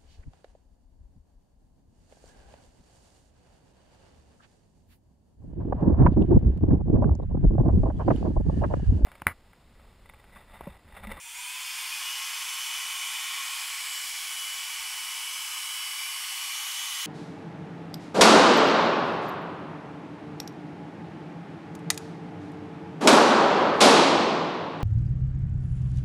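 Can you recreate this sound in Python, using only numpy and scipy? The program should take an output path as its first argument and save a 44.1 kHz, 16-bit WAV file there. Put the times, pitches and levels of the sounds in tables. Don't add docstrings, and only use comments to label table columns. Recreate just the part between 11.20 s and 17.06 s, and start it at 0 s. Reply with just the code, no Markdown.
import sys
import numpy as np
from scipy import signal
from scipy.fft import rfft, irfft, next_fast_len
from scipy.io import wavfile
from scipy.ndimage import uniform_filter1d, map_coordinates

SR = 44100
rng = np.random.default_rng(int(sys.argv[2]) if len(sys.argv) > 2 else 0)


def wrap_up_sound(samples):
    columns = np.atleast_2d(samples).T
    tamed = np.clip(columns, -1, 1)
    steps = np.round(tamed * 32767).astype(np.int16)
    wavfile.write(sys.argv[1], SR, steps)


N = 258426
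TIME_S = np.arange(N) / SR


def amp(db):
    return 10 ** (np.asarray(db) / 20)


def unit(x):
    return x / np.sqrt(np.mean(x ** 2) + 1e-20)


def curves(rows):
    times_s, *columns = np.transpose(rows)
    return [np.interp(TIME_S, times_s, column) for column in columns]


def wobble(rate_hz):
    knots = rng.standard_normal(int(N * rate_hz / SR) + 4)
    return map_coordinates(knots, [TIME_S * rate_hz])


def swell(peak_s, half_s):
    return np.exp(-((TIME_S - peak_s) / half_s) ** 2)


def bell(hz, centre_hz, width_hz):
    return 1 / (1 + (2 * (hz - centre_hz) / width_hz) ** 2)


def filtered(x, response):
    size = next_fast_len(N + SR // 4)
    hz = np.fft.rfftfreq(size, 1 / SR)
    return irfft(rfft(x, size) * response(hz), size)[..., :N]


def ring(centre_hz, width_hz):
    return unit(filtered(rng.standard_normal(N), lambda hz: bell(hz, centre_hz, width_hz)))


def turbulence(spectrum, patchy_db):
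    bins = signal.stft(rng.standard_normal(N), nperseg=1024)[2]
    patches = uniform_filter1d(rng.standard_normal(bins.shape), size=5, axis=0)
    patches = uniform_filter1d(patches, size=60, axis=1)
    noise = signal.istft(bins * amp(patchy_db * unit(patches)), nperseg=1024)[1][:N]
    knots_hz, knots_db = np.transpose(spectrum)
    return unit(filtered(noise, lambda hz: amp(np.interp(np.log1p(hz), np.log1p(knots_hz), knots_db))))


# (time [s], aim at palm [0-1], lowering toward desk [0-1])
POSE = [(2.3, 0, 0.15), (2.7, 1, 0), (4.9, 0.99, 0.04), (5.55, 0.3, 0.81), (5.86, 0.1, 0.92)]

def pose():
    return np.clip(curves(POSE), 0, 1)


START_HZ, RUN_HZ, RUN_UP_TAU_S, LOWERED_RISE_HZ = 198, 371, 0.277, 2

def shaft_rate():
    _, lowered = pose()
    run_up_hz = RUN_HZ - (RUN_HZ - START_HZ) * np.exp(-TIME_S / RUN_UP_TAU_S)
    return (run_up_hz + LOWERED_RISE_HZ * lowered) * (1 + 0.0005 * wobble(2))


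def flow_gain(speed, db, power, palm_db, lowered_db):
    aim, lowered = pose()
    return amp(db + palm_db * aim + lowered_db * lowered) * speed ** power


# (centre [Hz], width [Hz], initial level [dB], fade [dB/s])
CAN_MODES = [(5780, 890, -56, 11), (7160, 820, -55, 1), (9250, 800, -51, 0.5)]

def brush_scrape():
    return sum(amp(db - fade_db_per_s * TIME_S) * ring(hz, width_hz)
               for hz, width_hz, db, fade_db_per_s in CAN_MODES)


# (frequency [Hz], relative level [dB])
BARREL_SPECTRUM = [(240, -69), (400, -50.5), (597, -35.5), (794, -15.5), (1080, -9), (1390, -10.5),
                   (1850, -11.5), (2290, -2.5), (2720, -6.5), (3020, -3.5), (3130, -4.5), (3900, -10.5),
                   (5070, -20), (8580, -120)]
HISS_SPECTRUM = [(2240, -40), (3800, 0), (5390, -2), (7010, -5), (7500, -23), (9750, -72), (16500, -120)]
FIZZ_SPECTRUM = [(4410, -37), (7500, -1.5), (11100, -2.5), (11700, -4.5), (15100, -10.5), (15800, -9.5)]
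# (centre [Hz], width [Hz], gain blowing freely [dB], gain at palm [dB])
AIR_PATH = [(646, 27, 4, 8), (916, 78, 4.5, 2), (1120, 98, -2.5, 3.5), (1240, 63, 1.5, 4),
            (1370, 57, -2, -11.5), (1694, 110, 2, 4.5), (2033, 91, 4, 0.5), (2156, 89, -6, 0),
            (2285, 100, 0, 2), (2483, 150, 4.5, -4.5), (2660, 230, -5, -0.5), (3080, 83, 4.5, 0.5),
            (3370, 110, 2.5, 2), (3520, 180, 3.5, -2.5), (3840, 290, -7.5, -5.5), (4300, 340, -2, -2),
            (6260, 340, 5.5, 1)]

def air_rush(speed):
    barrel = turbulence(BARREL_SPECTRUM, patchy_db=0.96)
    hiss = turbulence(HISS_SPECTRUM, patchy_db=2.07)
    fizz = turbulence(FIZZ_SPECTRUM, patchy_db=1.75)
    flow = barrel * flow_gain(speed, db=-37.5, power=2.5, palm_db=-1.5, lowered_db=0.1)
    flow += hiss * flow_gain(speed, db=-40.5, power=4.5, palm_db=-0.74, lowered_db=1)
    flow += fizz * flow_gain(speed, db=-40, power=2.5, palm_db=0, lowered_db=1.3)
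    free = filtered(flow, lambda hz: amp(sum(db * bell(hz, fc, bw) for fc, bw, db, _ in AIR_PATH)))
    aimed = filtered(flow, lambda hz: amp(sum(db * bell(hz, fc, bw) for fc, bw, _, db in AIR_PATH)))
    aim, _ = pose()
    return (1 - aim) * free + aim * aimed


BEAM_HZ, BEAM_WIDTH_HZ, BEAM_TONE_BOOST_DB, BEAM_HISS_DB = 6500, 800, 14, -47.5

def grille_beam():
    _, lowered = pose()
    return amp(BEAM_HISS_DB) * lowered * ring(BEAM_HZ, BEAM_WIDTH_HZ)


# (time [s], delay [ms], gain [ratio])
DESK_ECHO = [(0, .38, 0.13), (3.6, .39, 0.12), (4.1, .37, 0.18), (5.2, 0.368, 0.16), (5.5, .3, 0.04)]

def over_desk(x):
    delay_ms, gain = curves(DESK_ECHO)
    echo = map_coordinates(x, [np.arange(N) - delay_ms * SR / 1000])
    return (x + gain * echo) / np.sqrt(1 + gain ** 2)


def scattered(x, gain, drift_ms, count):
    aim, _ = pose()
    travel = np.cumsum(0.226 + 0.56 * aim) / SR
    delays_ms = np.geomspace(1.2, 14, count) * rng.uniform(.9, 1.1, count)
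    out = x.copy()
    for delay_ms in delays_ms:
        drift = map_coordinates(rng.standard_normal(16), [travel], mode="mirror")
        read_at = np.arange(N) - (delay_ms + drift_ms * drift) * SR / 1000
        out += gain * rng.choice([-1, 1]) * map_coordinates(x, [read_at])
    return out / np.sqrt(1 + count * gain ** 2)


# (frequency [Hz], relative level [dB])
ROOM_SPECTRUM = [(12, -30), (20, 2), (38, 1.5), (70, -3), (172, -17.5), (299, -15.5), (334, -15.5),
                 (368, -16), (400, -11.5), (550, -11.5), (720, -20), (1210, -120)]

def room_rumble():
    return amp(-73.5 + 1.2 * wobble(10)) * turbulence(ROOM_SPECTRUM, patchy_db=0.4)


# (time [s], level [dB])
BLADE_LEVEL = [(0.0, -75.5), (0.18, -54.1), (0.24, -46.1), (0.33, -45.5), (0.42, -58.3), (0.69, -45.6),
               (0.8, -52.3), (0.86, -38.1), (1.0, -42.1), (1.08, -47.4), (1.6, -40.9), (2.1, -43.4),
               (2.45, -50.2), (2.8, -41.7), (2.95, -49.7), (3.2, -40.7), (3.42, -43.1), (5.86, -41.7)]
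# (shaft order, level blowing freely [dB], level at palm [dB])
BRUSH_TONES = [(15, -54.5, -52.5), (20, -55, -57), (25, -62, -61), (30, -56, -57)]
ROTOR_TONES = [(1, -92, -86), (4, -67, -64), (5, -57, -63), (6, -61, -58), (9, -58, -58), (14, -66, -59),
               (16, -66, -61), (17, -64, -63), (18, -64, -62), (21, -68, -60), (22, -63, -60),
               (24, -62, -62), (35, -66, -65)]
# (time [s], half length [s], shaft order, level [dB])
FLARES = [(.11, .04, 24, -58), (.19, .05, 20, -55), (.19, .045, 25, -50.5), (.255, .06, 30, -47.5),
          (.7, .16, 25, -55), (3.42, .17, 21, -53), (4.1, .3, 30, -60)]

def whine(shaft_hz, power, wander_db):
    aim, lowered = pose()
    shaft_rad = 2 * np.pi * np.cumsum(shaft_hz * (1 + .0002 * wobble(25))) / SR

    def tone(order, flutter_db=2.2):
        beam_db = BEAM_TONE_BOOST_DB * lowered * bell(order * shaft_hz, BEAM_HZ, BEAM_WIDTH_HZ)
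        sine = np.sin(order * shaft_rad + rng.uniform(0, 2 * np.pi))
        return amp(beam_db) * unit(sine * amp(flutter_db * wobble(20)))

    blade_db, = curves(BLADE_LEVEL)
    out = amp(blade_db) * tone(order=8, flutter_db=1)
    run_up_gain = (shaft_hz / RUN_HZ) ** power
    for order, free_db, aimed_db in BRUSH_TONES + ROTOR_TONES:
        steady = run_up_gain * amp(free_db + (aimed_db - free_db) * aim + wander_db * wobble(3.03))
        flares = sum(amp(db) * swell(peak_s, half_s)
                     for peak_s, half_s, flare_order, db in FLARES if flare_order == order)
        out += (steady + flares) * tone(order)
    return out


def swirl(speed, centre_hz, width_hz):
    phase_rad = 2 * np.pi * np.cumsum(centre_hz * (.83 + .17 * speed ** 4)) / SR
    eddies = filtered(rng.standard_normal((2, N)), lambda hz: bell(hz, 0, width_hz))
    note = unit(eddies[0] * np.cos(phase_rad) + eddies[1] * np.sin(phase_rad))
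    boost_db = 5 * swell(peak_s=2.22, half_s=0.33)
    return flow_gain(speed, db=-51.5, power=2.5, palm_db=-5, lowered_db=-3) * amp(boost_db) * note


# (time [s], half length [s], centre [Hz], width [Hz], level [dB])
WHISTLES = [(2.76, .15, 7650, 500, -46), (3.149, 0.14, 9900, 1800, -46), (4.848, .13, 2321, 90, -44),
            (4.87, .13, 11200, 450, -51), (5.25, 0.29, 4400, 400, -48), (5.3, 0.11, 2330, 90, -43)]

def whistles():
    return sum(amp(db) * swell(peak_s, half_s) * ring(hz, width_hz)
               for peak_s, half_s, hz, width_hz, db in WHISTLES)


def scene():
    shaft_hz = shaft_rate()
    speed = shaft_hz / RUN_HZ
    air = over_desk(air_rush(speed) + grille_beam())
    air = scattered(air, gain=.1, drift_ms=.15, count=8)
    notes = swirl(speed, centre_hz=1091, width_hz=48) + whistles()
    motor = whine(shaft_hz, power=9, wander_db=1.4) + brush_scrape()
    mono = air + notes + motor + room_rumble()
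    return np.array([mono, mono])


CUTOFF_HZ = 15750

def record(dry):
    return filtered(dry, lambda hz: hz < CUTOFF_HZ)


dry = scene()
out = record(dry)
wrap_up_sound(out)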